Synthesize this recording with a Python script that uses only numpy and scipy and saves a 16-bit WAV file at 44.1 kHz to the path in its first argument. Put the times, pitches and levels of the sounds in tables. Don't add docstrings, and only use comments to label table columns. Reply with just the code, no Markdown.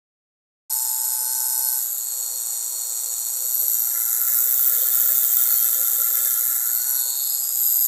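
import sys
import numpy as np
from scipy import signal
from scipy.io import wavfile
from scipy.ndimage import uniform_filter1d

SR = 44100
rng = np.random.default_rng(int(sys.argv[2]) if len(sys.argv) > 2 else 0)


def pcm_store(signal):
    levels = np.round(np.clip(np.atleast_2d(signal), -1, 1) * 32767)
    wavfile.write(sys.argv[1], SR, levels.astype(np.int16).T)


N = 347067
TIME = np.arange(N) / SR


def fast_model(shudder):
    # (time [s], speed [turns/s])
    shaft_speed = [(0.7, 126.8), (1.72, 126.9), (1.9, 129.3), (2.0, 135), (3.85, 134.3), (3.97, 136.5),
                   (4.2, 132.6), (5.5, 133.3), (5.65, 138.3), (5.8, 139.3), (6.35, 137.5), (6.52, 134.5),
                   (6.75, 133.9), (7.08, 135.1), (7.45, 140.5), (7.65, 138.9), (7.87, 139.5)]
    # (time [s], level [dB])
    can_db = [(0.7, -26.5), (1.3, -26), (1.7, -23), (2.08, -31.5), (3.1, -35), (3.62, -24.5), (3.9, -34),
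              (4.4, -27.5), (6.8, -29), (6.98, -21), (7.11, -32), (7.24, -24), (7.4, -26.5), (7.87, -23)]
    brush_db = [(0.7, -33.5), (1.3, -35.5), (1.9, -34), (2.1, -39), (3.2, -37), (4, -36.5), (5, -29.5),
                (7.87, -37)]
    # (pitch [Hz], width [Hz], level [dB])
    can_modes = [(11607, 630, -0.5), (11890, 150, -17)]
    brush_modes = [(12520, 4770, 3), (9710, 4200, -3.5)]
    mount_modes = [(4334, 80, -1.5), (4540, 120, -11)]
    spinner_modes = [(14470, 680, 0.5), (12300, 600, -25)]
    hub_modes = [(12530, 460, -0.84)]
    wing_modes = [(8870, 400, 2), (8530, 420, -17), (9450, 560, -11), (5205, 102, -8), (5200, 310, -23),
                  (5860, 150, -9.5), (11100, 280, -6), (847, 45, -17.5), (1540, 97, -46)]
    flap_modes = [(5944, 140, 0), (10620, 150, 2.5), (1484, 130, -16)]
    cowl_modes = [(9314, 130, 1), (8830, 190, -4), (5805, 150, -1.5)]
    nose_modes = [(4280, 520, -3), (3690, 160, -8.5)]
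    speed = curve(shaft_speed)
    turns = np.cumsum(speed * (1 + .003 * wander())) / SR
    once = [(0, 0)]
    scraping = rattle(turns, once, jitter=.0253, scatter_db=1.5, scrape_ms=.7, knock_db=-2.5, rub=.84)
    sliding = rattle(turns, once, jitter=.02, scatter_db=3.5, scrape_ms=1, knock_db=-23, rub=.97)
    tapping = rattle(turns, once, jitter=.025, scatter_db=1.9, scrape_ms=.25, knock_db=9, rub=.2)
    tight = rattle(turns, once, jitter=.0035, scatter_db=.3, scrape_ms=.98, knock_db=3.5, rub=.17)
    can = ring(scraping, can_modes) * undb(curve(can_db))
    brushes = ring(sliding, brush_modes) * undb(curve(brush_db))
    mount = ring(tight, mount_modes) * np.hypot(heard("mount"), shudder)
    overspeed = speed - 133
    spinner = ring(tapping, spinner_modes) * heard("spinner", edge=3.4) * undb(-1.6 * overspeed)
    hub = ring(tapping, hub_modes) * heard("hub") * undb(.5 * overspeed)
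    parts = [(tight, wing_modes, "wing"), (tight, flap_modes, "flap"),
             (tight, cowl_modes, "cowl"), (tapping, nose_modes, "nose")]
    loose = sum(ring(drive, modes) * heard(part) for drive, modes, part in parts)
    return can + brushes + mount + spinner + hub + loose + whine(turns)


def slow_model(shudder):
    # (time [s], speed [turns/s])
    shaft_speed = [(0.7, 56.6), (2, 57.17), (2.9, 57.73), (4.4, 58.27), (5.3, 57.85), (5.7, 58.83),
                   (6.6, 58.68), (7.3, 59.77), (7.87, 59.48)]
    # (position [turns], level [dB])
    contacts = [(0, -5.5), (.44, -5), (.56, -8.5)]
    # (time [s], level [dB])
    bearing_db = [(0.7, -29.5), (2.1, -30.5), (2.9, -29), (7.87, -28.5)]
    # (pitch [Hz], width [Hz], level [dB])
    bearing_modes = [(8070, 670, -3.5), (7386, 423, -7), (6846, 406, -6), (3702, 113, -27),
                     (1330, 274, -29), (1740, 106, -38), (805.5, 62, -26.5)]
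    rubbing_modes = [(7685, 2200, -10), (4920, 2620, -18), (2030, 2400, -29), (552, 310, -37.5)]
    stand_modes = [(516.3, 54, -1), (406.8, 21.5, -12), (410, 306, -20)]
    fuselage_modes = [(1380.5, 80, 1.5), (1707, 46, -5.5), (2057, 137, -5.5), (1061, 30, -19),
                      (3630, 110, -11), (4026, 140, -8.5)]
    wheel_modes = [(4430, 280, -4.5), (3197, 30, -6.5), (3605, 90, -2), (2590, 12, -19), (3050, 24, -21)]
    tail_modes = [(10560, 315, -0.5), (5975, 160, -6.5), (5500, 110, -14.5), (11410, 620, 3.5)]
    canopy_modes = [(12960, 460, -0.5), (11600, 140, -24)]
    strut_modes = [(4990, 180, 0.46), (8300, 370, 0.00038)]
    turns = np.cumsum(curve(shaft_speed)) / SR
    shaft = rattle(turns, contacts, jitter=.0121, scatter_db=2, scrape_ms=.6, knock_db=1.5, rub=.7)
    rubbing = rattle(turns, contacts, jitter=.027, scatter_db=3, scrape_ms=1, knock_db=-32, rub=2.5)
    blows = rattle(turns, contacts, jitter=.015, scatter_db=3, scrape_ms=.74, knock_db=-1, rub=.31)
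    chatter = rattle(turns, contacts, jitter=.0181, scatter_db=2.5, scrape_ms=.47, knock_db=-3, rub=.58)
    bearing = ring(shaft, bearing_modes) + ring(rubbing, rubbing_modes)
    bearing *= undb(curve(bearing_db)) * waver(depth_db=.5)
    stand = ring(blows, stand_modes) * np.hypot(heard("stand", waver_db=2.5), shudder)
    parts = [(fuselage_modes, "fuselage"), (wheel_modes, "wheels"), (tail_modes, "tail"),
             (canopy_modes, "canopy"), (strut_modes, "strut")]
    loose = sum(ring(chatter, modes) * heard(part) for modes, part in parts)
    return bearing + stand + loose


def rattle(turns, contacts, jitter, scatter_db, scrape_ms, knock_db, rub):
    hits = sum(undb(db) * knocks(turns, position, jitter, scatter_db) for position, db in contacts)
    pole = np.exp(-1000 / (scrape_ms * SR))
    pressure = unit(signal.lfilter([1], np.poly([pole, pole]), hits))
    scrape = unit((pressure + rub) * rng.standard_normal(N))
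    return scrape + undb(knock_db) * unit(hits)


def knocks(turns, position, jitter, scatter_db):
    count = int(turns[-1])
    late, size = rng.standard_normal((count, 2)).T
    gain = undb(scatter_db * np.minimum(size, 1.7))
    at = np.interp(np.arange(count) + position + jitter * late, turns, np.arange(N))
    taps = at.astype(int)[:, None] + np.arange(-7, 9)
    offset = taps - at[:, None]
    click = np.sinc(offset) * np.cos(np.pi * offset / 16) ** 2
    return np.bincount(taps.ravel() % N, (click * gain[:, None]).ravel(), N)


def ring(drive, modes):
    out = 0
    for hz, width, db in modes:
        edges = np.clip([hz - width / 2, hz + width / 2], 40, .45 * SR)
        band = signal.butter(4 if width > 280 else 2, edges, "bandpass", fs=SR, output="sos")
        out = out + undb(db) * unit(signal.sosfilt(band, drive))
    return out


def heard(part, waver_db=1, edge=6.1):
    # (time [s], along [0-1], aside [0-1])
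    mic_path = [(0.7, 0, 0), (1.1, .03, 0), (1.75, .19, 0), (2.0, .31, 0), (2.5, .42, 0), (3.2, .5, 0),
                (3.6, .65, 0), (3.95, .76, 0), (4.3, .89, 0), (4.8, .99, 0), (6.1, .98, 0), (6.5, .92, .05),
                (6.8, .73, .17), (7.0, .53, .3), (7.25, .38, .48), (7.5, .28, .65), (7.87, .2, .8)]
    # (part, along [0-1], aside [0-1], radius [0-1], level [dB])
    spots = [("mount", 0.086, 0, 0.14, -47), ("mount", 0.522, 0, 0.21, -45.5),
             ("mount", 0.52, 0.33, 0.3, -40.5), ("wing", 0.012, 0, .18, -34), ("flap", .14, 0, 0.088, -41),
             ("cowl", 0.56, 0, .21, -40.5), ("cowl", .63, 0.25, 0.12, -39), ("cowl", .26, .65, 0.22, -52.5),
             ("spinner", 0.98, 0, 0.095, -23.5), ("spinner", .7, 0, .06, -39), ("hub", .92, 0, .27, -31),
             ("hub", .18, .82, .13, -28.5), ("hub", .52, .31, 0.16, -38), ("nose", 0.43, 0.384, 0.18, -38),
             ("fuselage", 0.95, 0, 0.19, -47.5), ("fuselage", 0.695, 0.26, 0.18, -53),
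             ("wheels", .99, 0.0092, 0.053, -47), ("tail", 0.95, 0, .19, -34.5),
             ("tail", 0.715, 0, 0.06, -46.5), ("tail", 0.63, 0.24, 0.23, -41),
             ("canopy", 0.866, 0, 0.24, -26), ("canopy", 0.17, .82, 0.16, -21.5),
             ("strut", 0.26, .7, 0.24, -41), ("stand", 0.49, 0.17, 0.65, -61.5),
             ("stand", .98, 0, .08, -58), ("whine 7", 0.065, 0, 0.14, -49),
             ("whine 7", 0.59, 0, .28, -58.5), ("whine 7", .55, .31, 0.14, -53.5),
             ("whine 11", .85, 0, 0.066, -54), ("whine 11", 0.87, 0, 0.11, -65),
             ("whine 11", 0.71, 0.29, 0.23, -47.5), ("whine 12", .11, 0, 0.14, -58)]
    times, along, aside = np.transpose(mic_path)
    place = np.interp(TIME, times, along + 1j * aside)
    power = sum(undb(db) ** 2 / (1 + np.abs((place - x - 1j * y) / radius) ** (2 * edge))
                for name, x, y, radius, db in spots if name == part)
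    return np.sqrt(power) * waver(waver_db)


def whine(turns):
    flutter = unit(signal.sosfilt(signal.butter(2, 25, fs=SR, output="sos"), rng.standard_normal(N)))
    angle = 2 * np.pi * (turns + .0096 * flutter)
    tone = {order: np.sqrt(2) * np.sin(order * angle) for order in (7, 8, 11, 12, 15)}
    low = tone[7] * heard("whine 7") + tone[8] * undb(-67.5)
    middle = tone[11] * heard("whine 11")
    high = (tone[12] + tone[15] * undb(-8)) * heard("whine 12")
    return low + middle + high


def shudders():
    # (middle [s], length [s], stand level [dB], mount level [dB])
    shakes = [(1.66, 0.19, -60, -43), (2.32, 0.25, -61, -44.5), (3.437, .08, -53, -44),
              (3.637, .08, -51.5, -56), (3.976, .08, -54, -58), (4.186, 0.052, -51, -56),
              (4.83, 0.19, -44.5, -46), (5.106, 0.13, -50.5, -48), (5.52, 0.17, -55, -41.5),
              (5.758, 0.16, -50.5, -52), (5.99, 0.12, -51, -54), (6.21, 0.11, -53, -58),
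              (7.074, .1, -55, -45)]
    return sum(np.outer(undb(levels), np.exp(-(2 * (TIME - middle) / length) ** 2))
               for middle, length, *levels in shakes)


def room(x, t60_s, wet_db):
    t = TIME[:SR // 2]
    tail = rng.standard_normal(len(t)) * np.exp(-np.log(1000) * t / t60_s) * (t > .004)
    return x + undb(wet_db) * signal.fftconvolve(x, tail / np.linalg.norm(tail))[:N]


def room_tone():
    return ring(rng.standard_normal(N), [(324.4, 208, -72.5), (191, 230, -82.5)])


def waver(depth_db):
    return undb(depth_db * wander())


def wander(steps_per_s=7):
    hold = int(SR / steps_per_s)
    levels = rng.standard_normal(256)[np.arange(N) // hold % 256]
    return uniform_filter1d(levels, hold)


def undb(db):
    return 10 ** (np.asarray(db) / 20)


def unit(x):
    return x / np.sqrt(np.mean(x ** 2))


def curve(rows):
    return np.interp(TIME, *np.transpose(rows))


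def scene():
    air = room_tone()
    stand_shudder, mount_shudder = shudders()
    models = fast_model(mount_shudder) + slow_model(stand_shudder)
    return (room(models, t60_s=.18, wet_db=-9) + air)[None]


def record(dry):
    start_s, fade_s, top_hz = .696, .01, 15500
    opened = dry * np.clip((TIME - start_s) / fade_s, 0, 1)
    return signal.sosfilt(signal.ellip(10, .2, 80, top_hz, fs=SR, output="sos"), opened)


dry = scene()
out = record(dry)
pcm_store(out)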